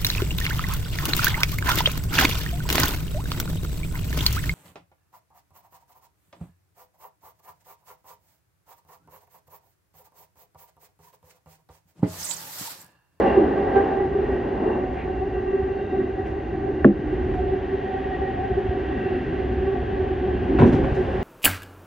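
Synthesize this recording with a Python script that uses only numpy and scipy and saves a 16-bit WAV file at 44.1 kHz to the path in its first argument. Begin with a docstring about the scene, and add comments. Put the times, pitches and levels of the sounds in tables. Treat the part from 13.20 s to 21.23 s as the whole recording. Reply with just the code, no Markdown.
"""A covered station, heard from the front cab of an electric commuter train running through at steady speed.
Shaped noise makes the floor rumble, the roar, the rail hiss and the wash of other trains sliding by.
Fluttering tones make the gear whine and its beats, thin wheel whistles and an oncoming train's sinking hum.
Ringing modes make one hard knock half way, the wheels' clatter over a rail joint and the booming floor;
decaying bursts of noise add thuds, clacks and, mostly near the end, ticks of loose fittings."""
import sys
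import numpy as np
from scipy import signal
from scipy.fft import rfft, irfft, next_fast_len
from scipy.io import wavfile
from scipy.ndimage import uniform_filter1d, minimum_filter1d

SR = 44100
rng = np.random.default_rng(int(sys.argv[2]) if len(sys.argv) > 2 else 0)


def persist_wave(psi):
    """Save psi, clipped to +-1, as 16-bit WAV."""
    counts = np.round(np.clip(psi, -1, 1) * 32767).astype(np.int16)
    wavfile.write(sys.argv[1], SR, np.atleast_2d(counts).T)


N = 354122
TIME = np.arange(N) / SR
BINS = np.maximum(np.arange(N // 2 + 1) * SR / N, 1)  # Hz

# stereo width in the cab: f/Hz, side minus mid level/dB
WIDTH = [(25, -25), (60, -22.5), (150, -15.5), (380, -18), (560, -7), (800, -1.5), (1350, -2), (1600, -6.5),
         (1950, -18), (2250, -41.5), (3500, -18), (8000, 0.5)]
# state of the rail, over its smoothest stretch: t/s, roughness/dB
RAIL = [(0, 10.5), (.35, 10), (.7, 10.5), (.9, 2), (1.2, 5.5), (2, -0.7), (3.4, -1.06), (5, 0.5),
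        (6.5, 0.5), (8.03, 6.5)]
# drive: t/s, tooth-mesh pitch f/Hz, roughness/0-1
DRIVE = [(0, 391.8, 1), (.6, 394.5, 0.55), (1.1, 386.9, 0.7), (1.8, 384.5, 0.25), (2.5, 389, 0.2),
         (3.5, 387.9, 0.5), (4.8, 386.9, 0.3), (5.5, 381.4, 0.6), (6.5, 386.2, 0.4), (7.2, 383.4, 0.8),
         (8, 383.1, 0.7)]


def from_db(db):
    """Decibels to gain."""
    return 10 ** (np.asarray(db) / 20)


def rms_one(x):
    """Scale to unit power."""
    return x / np.sqrt(np.mean(x ** 2) + 1e-20)


def in_time(rows):
    """Each column of a curve table at every sample."""
    s, *columns = np.transpose(rows)
    return [np.interp(TIME, s, column) for column in columns]


def gain_at(points, hz):
    """Gain of a spectrum, drawn in straight lines over log frequency, at the given frequencies."""
    at, db = np.transpose(points)
    return from_db(np.interp(np.log(hz), np.log(at), db))


def left_right(mid, side):
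    """Two channels from their common and opposed parts."""
    return np.array([mid + side, mid - side])


def flutter(width_hz):
    """Complex random swell of unit power whose spectrum is a bell of the given width."""
    size = N // 32  # the swell is slow, so a thirty-second of the sample rate is enough
    bell = 1 / (1 + (BINS[:size // 2 + 1] / width_hz) ** 2) ** 2
    real, imaginary = irfft(rfft(rng.standard_normal((2, size))) * bell, size)
    coarse = rms_one(real) + 1j * rms_one(imaginary)
    return np.interp(np.linspace(0, size - 1, N), np.arange(size), coarse) / np.sqrt(2)


def narrow_line(pitch, rough, width_hz):
    """A steady tone plus a share that flutters, near unit power in the mid; the side always flutters."""
    rough = np.clip(rough, 0, 1)
    cycles = np.cumsum(pitch) / SR + rng.random()
    tone = np.sqrt(2) * np.exp(2j * np.pi * cycles)
    mid = np.sqrt(1 - rough) + np.sqrt(rough) * flutter(width_hz)
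    side = gain_at(WIDTH, pitch.mean()) * flutter(width_hz)
    return left_right((tone * mid).real, (tone * side).real)


def cab_noise(spectrum):
    """Stereo noise of the given colour, diffuse where the cab makes it so; mid rms 1."""
    size = next_fast_len(N)
    hz = np.maximum(np.arange(size // 2 + 1) * SR / size, 1)
    treble_fall = 1 + (hz / spectrum[-1][0] / 2) ** 4
    bass_fall = 1 + (spectrum[0][0] / 2 / hz) ** 2
    colour = gain_at(spectrum, hz) / treble_fall / bass_fall
    white = rfft(rng.standard_normal((2, size)))
    mid, side = irfft(white * [colour, colour * gain_at(WIDTH, hz)], size)[:, :N]
    return left_right(mid, side) / np.std(mid)


def swell(s, half_width):
    """A bell in time, of height 1."""
    return np.exp(-((TIME - s) / half_width) ** 2)


def swells(rows):
    """Gain of a series of bells in time."""
    return sum(from_db(db) * swell(s, half_width) for s, half_width, db in rows)


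def struck(s, rise, t60):
    """A quick rise at time s, then a steady decay."""
    age = np.clip(TIME - s, 0, 1)
    return (1 - np.exp(-age / rise)) * from_db(-60 * age / t60)


def arrive(s, rise):
    """A smooth step from 0 to 1 around time s."""
    return 1 / (1 + np.exp((s - TIME) / rise))


def ring(modes, hits, rise_cycles, sag=0, sag_s=0.0093):
    """Every hit rings the same modes; high ones answer first, low ones need longer to build up."""
    response, age = 0, TIME[:SR // 2]
    # struck hard, the pitch starts sharp by the share sag and relaxes over sag_s
    turned = age + sag * sag_s * (1 - np.exp(-age / sag_s))
    for k, (hz, db, t60) in enumerate(modes):
        build_up = 1 - np.exp(-(age * hz / rise_cycles) ** 2)
        decay = from_db(db - 60 * age / t60)
        polarity = (-1) ** k
        mode = polarity * decay * build_up * np.exp(2j * np.pi * hz * turned)
        response = response + left_right(mode.imag, gain_at(WIDTH, hz) * mode.real)
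    out = np.zeros((2, N + SR))
    for s, db in hits:
        start = int(s * SR)
        out[:, start:start + len(age)] += from_db(db) * response
    return out[:, :N]


def track():
    """Levels of roar, drone and hiss in dB: each follows the state of the rail and swells over worn patches."""
    # worn patches under the wheels: t/s, half width/s, added roar level/dB, drone level/dB, hiss level/dB
    patches = [(.04, 0.14, 7, 5.5, 5.5), (0.221, 0.11, 0.5, 4.5, 0), (.58, 0.12, 2, 0.5, 0.5),
               (1.059, 0.12, 1.5, 2.5, 1), (1.5, 0.13, 7.5, 6, 0.5), (2.8, .07, 0, 9.5, 0.5),
               (3.95, 0.23, 1, 5, 2.5), (5.95, 0.33, 0, 4.5, 3), (7, 0.34, -0.5, 2, -1),
               (7.34, 0.069, 2, 9, 2), (7.62, 0.074, 0.5, 10, -2.5)]
    rough_db, = in_time(RAIL)
    patches_db = sum(np.outer(added_db, swell(s, half_width)) for s, half_width, *added_db in patches)
    # level on smooth rail in dB, plus dB gained per dB of roughness
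    roar_db = -38 + 0.97 * rough_db
    drone_db = -34.5 + 0.62 * rough_db
    hiss_db = -47.5 + 0.48 * rough_db
    return patches_db + [roar_db, drone_db, hiss_db]


def rolling():
    """Rough wheels on rough rail: rumble in the floor, drone in the body panels, roar and hiss from the track."""
    # level of the floor rumble: t/s, level/dB
    rumble_level = [(0, -34), (1.1, -32.5), (2.9, -35.5), (4.15, -27.5), (4.6, -35), (5.4, -30.5),
                    (5.8, -32.5), (7, -29), (7.7, -25.5), (8.03, -30)]
    # colour of the floor rumble: f/Hz, density/dB per Hz
    rumble_colour = [(15, -28.5), (30, -14.5), (45, -7), (64, 1.5), (82, -4.5), (115, -8), (160, -11.5),
                     (210, -22), (400, -62)]
    # colour of the body panels: f/Hz, density/dB per Hz
    drone_colour = [(120, -22.5), (175, -10.5), (205, -1.5), (232, -5), (260, 0.5), (290, -3.5),
                    (330, -0.5), (380, -3.5), (450, -18.5), (800, -54)]
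    # colour of the wheels: f/Hz, density/dB per Hz
    roar_colour = [(220, -26), (330, -8.5), (430, 7), (490, -2.5), (545, 2.5), (610, -5.5), (670, -2),
                   (830, -2), (930, -12), (1130, -12.5), (1330, -24), (1800, -17.5), (3000, -58)]
    # colour of the rail hiss: f/Hz, density/dB per Hz
    hiss_colour = [(700, -23), (1100, -8.5), (1370, -1.5), (1570, 6.5), (1730, 2), (1920, 7), (2150, -2.5),
                   (2450, -5), (2780, -4.5), (3500, -14.5), (4900, -25.5), (6400, -33.5), (7800, -47),
                   (9700, -44), (15500, -55.5)]
    rumble_db, = in_time(rumble_level)
    roar_db, drone_db, hiss_db = track()
    rumble = from_db(rumble_db) * cab_noise(rumble_colour)
    drone = from_db(drone_db) * cab_noise(drone_colour)
    roar = from_db(roar_db) * cab_noise(roar_colour)
    hiss = from_db(hiss_db) * cab_noise(hiss_colour)
    return rumble + drone + roar + hiss


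def gear_lines(lines, pitch, rough):
    """Lines that follow the tooth-mesh pitch and flutter as the tooth load varies."""
    return sum(from_db(db) * narrow_line(multiple * pitch, rough, width_hz) for multiple, db, width_hz in lines)


def gears():
    """The mesh tone beats against its sidebands and sways with the tooth load; its overtones are more blurred."""
    # gear load, before the trims below: t/s, mesh tone level/dB, octave level/dB
    load_curve = [(0, -27, -29), (.3, -25.5, -35.5), (.6, -25, -24.5), (1.1, -23.5, -40.5),
                  (1.75, -30.5, -32.5), (2.4, -24, -35.5), (2.9, -29.5, -37.5), (3.2, -31.5, -37.5),
                  (3.6, -28.5, -40), (4, -30.5, -38.5), (4.25, -28, -47.5), (4.5, -31, -38),
                  (4.72, -27, -30.5), (5.2, -34, -29.5), (5.5, -28.5, -33), (6.1, -27.5, -38),
                  (6.65, -27, -35), (8.03, -28.5, -38)]
    # mesh tone with sidebands one shaft turn apart: multiple of the mesh pitch, level/dB, width/Hz
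    mesh_lines = [(.953, -5, 6.4), (1, -3.5, 24), (1.047, -11, 13)]
    # lines around the octave: multiple of the mesh pitch, level/dB, width/Hz
    octave_lines = [(1.91, -7.5, 29), (1.95, -6.5, 22), (2.008, -7.5, 26)]
    # upper gear lines: multiple of the mesh pitch, level/dB, width/Hz
    high_lines = [(2.97, -26.5, 60.2), (4.02, -25, 31.75), (4.92, -25, 53.1)]
    mesh_trim_db, octave_trim_db, high_trim_db = 0.84, -1.5, 1.5
    sway_db, wander_hz, sway_width_hz = 2.3, 2.2, 16
    octave_share = 0.43  # how far the upper lines follow the octave; the rest follows the mesh tone

    pitch, rough = in_time(DRIVE)
    mesh_db, octave_db = in_time(load_curve)
    sway = np.sqrt(2) * flutter(sway_width_hz)
    pitch = pitch + wander_hz * sway.imag
    load = rms_one(from_db(sway_db * sway.real))
    mesh = from_db(mesh_db + mesh_trim_db) * gear_lines(mesh_lines, pitch, rough)
    octave = from_db(octave_db + octave_trim_db) * gear_lines(octave_lines, pitch, rough=0.99)
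    high_db = mesh_db + octave_share * (octave_db - mesh_db) + high_trim_db
    high = from_db(high_db) * gear_lines(high_lines, pitch, rough=0.93)
    return load * (mesh + octave + high)


def flares():
    """A jerk presses the teeth together: for a moment the mesh tone and its overtones ring out clean."""
    # jerks of the drive: t/s, half width/s, mesh tone level/dB, octave level/dB
    jerks = [(0.063, 0.0076, -20, -27), (.185, 0.031, -15, -32.5), (0.419, 0.073, -25.5, -35),
             (0.577, 0.028, -14.5, -21), (.74, 0.046, -24, -33), (0.846, 0.014, -23.5, -35),
             (5.312, 0.014, -21, -38), (5.384, 0.014, -17, -42), (5.467, 0.019, -21, -40),
             (5.871, 0.016, -22.5, -39), (7.575, .028, -20.5, -36.5), (7.797, 0.012, -22.5, -53)]
    # overtones that ring with the octave: multiple of the mesh pitch, level/dB
    flare_overtones = [(2, 2), (3, -22.5), (4, -13.5)]
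    side_width_hz = 16
    pitch, _ = in_time(DRIVE)
    mesh_gain = swells([(s, half_width, db) for s, half_width, db, _ in jerks])
    octave_gain = swells([(s, half_width, db) for s, half_width, _, db in jerks])
    overtones = sum(from_db(db) * narrow_line(multiple * pitch, 0, side_width_hz)
                    for multiple, db in flare_overtones)
    return mesh_gain * narrow_line(pitch, 0, side_width_hz) + octave_gain * overtones


def wheel_whistles():
    """Thin whistles of the wheels, of fixed pitch, that swell on rough rail."""
    # whistles: f/Hz, level/dB, width/Hz
    whistles = [(2747, -5, 10), (2765, -2, 70), (3768, -20, 45)]
    smooth_rail_db, follows = -62.5, 0.7  # follows: dB gained per dB of roughness
    rough_db, = in_time(RAIL)
    lines = sum(from_db(db) * narrow_line(np.full(N, hz), 0.75, width_hz) for hz, db, width_hz in whistles)
    return from_db(smooth_rail_db + follows * rough_db) * lines


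def singing_lines():
    """Wheel resonances and gear lines that sing out for a moment."""
    # wheel resonances and gear lines: t/s, half width/s, f/Hz, level/dB, width/Hz
    moments = [(.11, 0.067, 2770, -42, 70), (1.52, 0.068, 2755, -47, 71), (2.35, .7, 2745, -56, 45),
               (2.57, 0.057, 4450, -71, 110), (2.72, .2, 3760, -67.5, 170), (5.83, .22, 2725, -50.5, 50),
               (1.15, 0.15, 1895, -47, 55), (2.99, 0.073, 1915, -50, 35), (4.951, .4, 1890, -45, 60),
               (5.8, .25, 1916, -47.5, 60), (5.9, .3, 1565, -50, 35), (0.584, .035, 1590, -36.5, 25),
               (7.7, 0.8, 1610, -51, 55), (.07, 0.092, 540, -30.5, 35), (.6, 0.058, 435, -27.5, 45),
               (4.24, 0.17, 735, -33.5, 25), (5.35, 0.16, 722, -39, 40)]
    total = 0
    for s, half_width, hz, db, width_hz in moments:
        tone = narrow_line(np.full(N, hz), 1.0, width_hz)
        total = total + from_db(db) * swell(s, half_width) * tone
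    return total


def howl():
    """A rough resonance from worn rail sinks in pitch and dies away as the wheels leave it."""
    # the sinking howl: t/s, f/Hz, level/dB
    howl_curve = [(0, 432.7, -18.5), (.08, 352.6, -26), (.13, 368, -42), (.185, 362.8, -15.5),
                  (.25, 289, -24), (.32, 265.5, -32.5), (.45, 259, -69)]
    hz, db = in_time(howl_curve)
    return from_db(db) * narrow_line(hz, rough=0.49, width_hz=67)


def cab_air():
    """A faint steady hiss of air in the cab."""
    # colour of the air: f/Hz, density/dB per Hz
    air_colour = [(3000, -8), (4300, 1.5), (5200, -6), (6400, -1.5), (7800, -23), (9700, -17.5),
                  (15500, -29)]
    return from_db(-74) * cab_noise(air_colour)


def jolts():
    """Each blow sets off a dull thud and a steel clack that die away together; loose fittings add bright ticks."""
    # blows on the wheels and the cab: t/s, thud level/dB, clack level/dB, t60/s
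    blows = [(.16, -31, -45.5, 0.28), (.555, -28.5, -33, 0.3), (3.648, -13.5, -28, .12),
             (4.138, -59, -37, .082), (7.386, -21, -21.5, 0.13), (7.395, -12, -25.5, 0.19),
             (7.412, -15, -22.5, 0.069), (7.426, -9, -27, 0.44), (7.526, -16.5, -31, 0.42),
             (7.635, -22.5, -31.5, 0.29)]
    # ticks of loose fittings: t/s, level/dB
    tick_hits = [(.555, -62.5), (1.723, -68), (3.058, -62), (4.138, -66), (7.398, -54), (7.459, -50.5),
                 (7.521, -48.5), (7.742, -54)]
    # colour of a thud through the floor: f/Hz, density/dB per Hz
    thud_colour = [(30, -29.5), (70, -4.5), (130, -2.5), (180, -3.5), (245, 2), (330, -2.5), (520, -12),
                   (800, -28), (2000, -60)]
    # colour of the steel clack: f/Hz, density/dB per Hz
    clack_colour = [(250, -13), (470, 6), (800, 1.5), (1020, 0), (1300, -5.5), (1590, -1), (1950, -7),
                    (2600, -9.5), (3900, -22), (4600, -33.5), (7000, -42.5), (12000, -57.5)]
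    # colour of the ticks: f/Hz, density/dB per Hz
    tick_colour = [(1500, -20), (3500, 4.5), (6000, 7), (8000, -6.5), (10000, -8.5), (12000, -17),
                   (15500, -25)]
    rise_share = 0.0071  # rise time of a blow as a share of its t60
    rattle_db, rattle_hz = 0.5, 130

    # overlapping bursts add in power
    thud_power = clack_power = 0
    for s, thud_db, clack_db, t60 in blows:
        shape = struck(s, rise_share * t60, t60)
        thud_power = thud_power + (from_db(thud_db) * shape) ** 2
        clack_power = clack_power + (from_db(clack_db) * shape) ** 2
    tick_power = sum((from_db(db) * struck(s, rise=0.008, t60=0.22)) ** 2 for s, db in tick_hits)
    thud = np.sqrt(thud_power) * cab_noise(thud_colour)
    clack = np.sqrt(clack_power) * cab_noise(clack_colour)
    tick = np.sqrt(tick_power) * cab_noise(tick_colour)
    # loose parts chatter unevenly
    rattle = rms_one(from_db(rattle_db * rms_one(flutter(rattle_hz).real)))
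    return thud + rattle * clack + tick


def scuff():
    """Short bright rubs of steel on steel that swell and fade."""
    # rubs: t/s, half width/s, level/dB
    rubs = [(1.805, 0.05, -44), (3.07, 0.021, -48), (7.545, .026, -45)]
    # colour of the rubs: f/Hz, density/dB per Hz
    rub_colour = [(1000, -10), (2000, 4.5), (2450, 3), (3200, -8.5), (4300, -24), (7000, -51)]
    return swells(rubs) * cab_noise(rub_colour)


def oncoming_hum():
    """The motors of the train on the next track fall in pitch as it passes, and fade behind the cab."""
    # hum of the oncoming train: t/s, f/Hz, level/dB
    hum_curve = [(2.4, 335, -60), (2.75, 331, -36.5), (3.25, 321, -39.5), (3.6, 311, -32.5),
                 (4.15, 299, -39), (4.7, 272, -39), (5.4, 262, -44.5), (6.2, 251, -36.5), (7, 243, -46)]
    hz, db = in_time(hum_curve)
    return from_db(db) * narrow_line(hz, rough=0.6, width_hz=13)


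def knock():
    """A short crack in the cab wall, then a full boom that is soon damped; a faint, very high ring sounds with it."""
    # modes of the cab wall, before the low-pass and damping: f/Hz, level/dB, t60/s
    wall_modes = [(138, -7, .125), (202.8, -6.5, 0.65), (231.5, 1.5, 0.094), (264, 1.3, 0.1),
                  (286, -8.5, 0.35), (339, -4.5, 0.38), (401, -6.5, 0.11), (475, -15, 0.24),
                  (555, -12, 0.16), (633, -13.5, .096), (775, -28.5, .106), (1070, -17, 0.053),
                  (1330, -16, 0.035), (1624, -3.5, 0.018), (2703, -11, 0.006)]
    # modes of the faint high ring, before the damping: f/Hz, level/dB, t60/s
    high_ring_modes = [(5300, -44, .011), (7300, -57, .015), (9500, -64, .015), (11650, -73, .17),
                       (12350, -74, .17)]
    knock_s, hold_s, fade_s = 3.6445, 0.078, 0.012  # the ringing is damped once the hold is over
    wall = ring(wall_modes, [(knock_s, 0)], rise_cycles=0.66, sag=0.086)
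    low_pass = signal.butter(3, 1480, fs=SR, output="sos")
    boom = signal.sosfilt(low_pass, wall)
    high_ring = ring(high_ring_modes, [(knock_s, -2.5)], rise_cycles=4.0)
    damping = 0.5 - 0.5 * np.tanh((TIME - knock_s - hold_s) / fade_s)
    return damping * (boom + high_ring)


def passing_trains():
    """Cars sliding by on the next tracks add an even wash; the second train squeezes bright wind past the cab."""
    # trains draw level, then their wash holds steady: t/s, rise/s, level/dB
    passes = [(4.1, .22, -48), (7.199, 0.28, -48.5)]
    # colour of a passing train: f/Hz, density/dB per Hz
    wash_colour = [(1200, -11.5), (1650, 6.5), (1900, 0.5), (2200, -4), (2650, -1.5), (3250, -5.5),
                   (3900, -17), (5000, -26), (8000, -49.5)]
    # colour of wind squeezed between the cab and the nearest train: f/Hz, density/dB per Hz
    wind_colour = [(3000, -2.5), (5000, 3), (7000, -6.5), (10000, -15.5), (15500, -19.5)]
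    power = sum((from_db(db) * arrive(s, rise)) ** 2 for s, rise, db in passes)
    wash = np.sqrt(power) * cab_noise(wash_colour)
    wind = from_db(-65.5) * arrive(s=7.4, rise=0.25) * cab_noise(wind_colour)
    return wash + wind


def undercarriage():
    """The wheels drop into the rail joint and ring the bogie; bumps set the floor booming on its springs."""
    # modes of the bogie frame and its wheels: f/Hz, level/dB, t60/s
    bogie_modes = [(102.7, -0.5, 0.19), (137, -5, .14), (178, -9, .12), (234.8, -6, .3), (269, -5.5, 0.19),
                   (375.5, -4.5, .15), (444, -10, 0.18), (680, -15.5, 0.06), (785, -15, .07),
                   (956, -12.5, 0.053), (1046, -16.5, 0.076), (1575, -23, 0.069)]
    # drops into the rail joint: t/s, level/dB
    joint_strikes = [(7.3962, -11.5), (7.419, -6), (7.44, -13.5), (7.528, -30)]
    # modes of the floor: f/Hz, level/dB, t60/s
    floor_modes = [(67.6, 1, 0.1), (130, -8, 0.11)]
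    # bumps under the floor: t/s, level/dB
    bumps = [(5.31, -19), (5.485, -14.5), (6.315, -18), (7.627, -10.5), (7.714, -10)]
    bogie = ring(bogie_modes, joint_strikes, rise_cycles=1)
    floor = ring(floor_modes, bumps, rise_cycles=0.55)
    return bogie + floor


def groans():
    """A low wheel resonance swells in short bouts."""
    # bouts: t/s, half width/s, level/dB
    bouts = [(7.351, 0.011, -29), (7.593, 0.0094, -28.5), (7.65, 0.0089, -29), (7.781, 0.014, -31.5),
             (7.897, .017, -29), (7.956, 0.012, -30.5)]
    groan_hz = 530
    return swells(bouts) * narrow_line(np.full(N, groan_hz), rough=0.15, width_hz=13)


def microphones(x):
    """The left microphone hears the cab a little later, and the balance of left and right varies with frequency."""
    # balance: f/Hz, left minus right level/dB
    balance = [(60, -1.1), (150, -.2), (290, -.5), (400, -1.1), (1000, .5), (2500, .3), (8000, -.6)]
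    left_lag_s = 1.6e-5
    size = next_fast_len(N)
    hz = np.maximum(np.arange(size // 2 + 1) * SR / size, 1)
    lean = np.sqrt(gain_at(balance, hz))  # half the difference goes to each side
    lag = np.exp(-2j * np.pi * hz * left_lag_s)
    return irfft(rfft(x, size) * [lean * lag, 1 / lean], size)[:, :N]


def scene():
    """Everything that reaches the cab, over a faint hiss of air."""
    drive = gears() + flares()
    wheels = rolling() + wheel_whistles() + singing_lines() + howl() + groans()
    other_trains = oncoming_hum() + passing_trains()
    impacts = jolts() + scuff() + knock() + undercarriage()
    return microphones(drive + wheels + cab_air() + other_trains + impacts)


def limiter(x, ceiling_db, quick_db_per_s, slow_db_per_s, slow_share):
    """Peaks over the ceiling pull the gain down just in time; it recovers quickly at first, then slowly."""
    peak_db = 20 * np.log10(np.abs(x).max(axis=0) + 1e-9)
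    over = np.maximum(peak_db - ceiling_db, 0)
    # each reduction jumps up with a peak and then falls at its own rate
    quick = np.maximum.accumulate(over + quick_db_per_s * TIME) - quick_db_per_s * TIME
    slow = np.maximum.accumulate(over + slow_db_per_s * TIME) - slow_db_per_s * TIME
    held = np.maximum(quick, slow_share * slow)
    gain_db = uniform_filter1d(minimum_filter1d(-held, size=45), size=45)
    return x * from_db(gain_db)


def record(dry):
    """A narrow notch in the microphone, a limiter, and the top is cut."""
    notch_hz, notch_q, cutoff_hz = 5700, 43, 15700
    coloured = signal.lfilter(*signal.iirnotch(notch_hz, notch_q, fs=SR), dry)
    limited = limiter(coloured, ceiling_db=-0.7, quick_db_per_s=302.0, slow_db_per_s=24, slow_share=0.55)
    top_cut = signal.ellip(10, 0.1, 80, cutoff_hz, fs=SR, output="sos")
    return signal.sosfilt(top_cut, limited)


dry = scene()
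out = record(dry)
persist_wave(out)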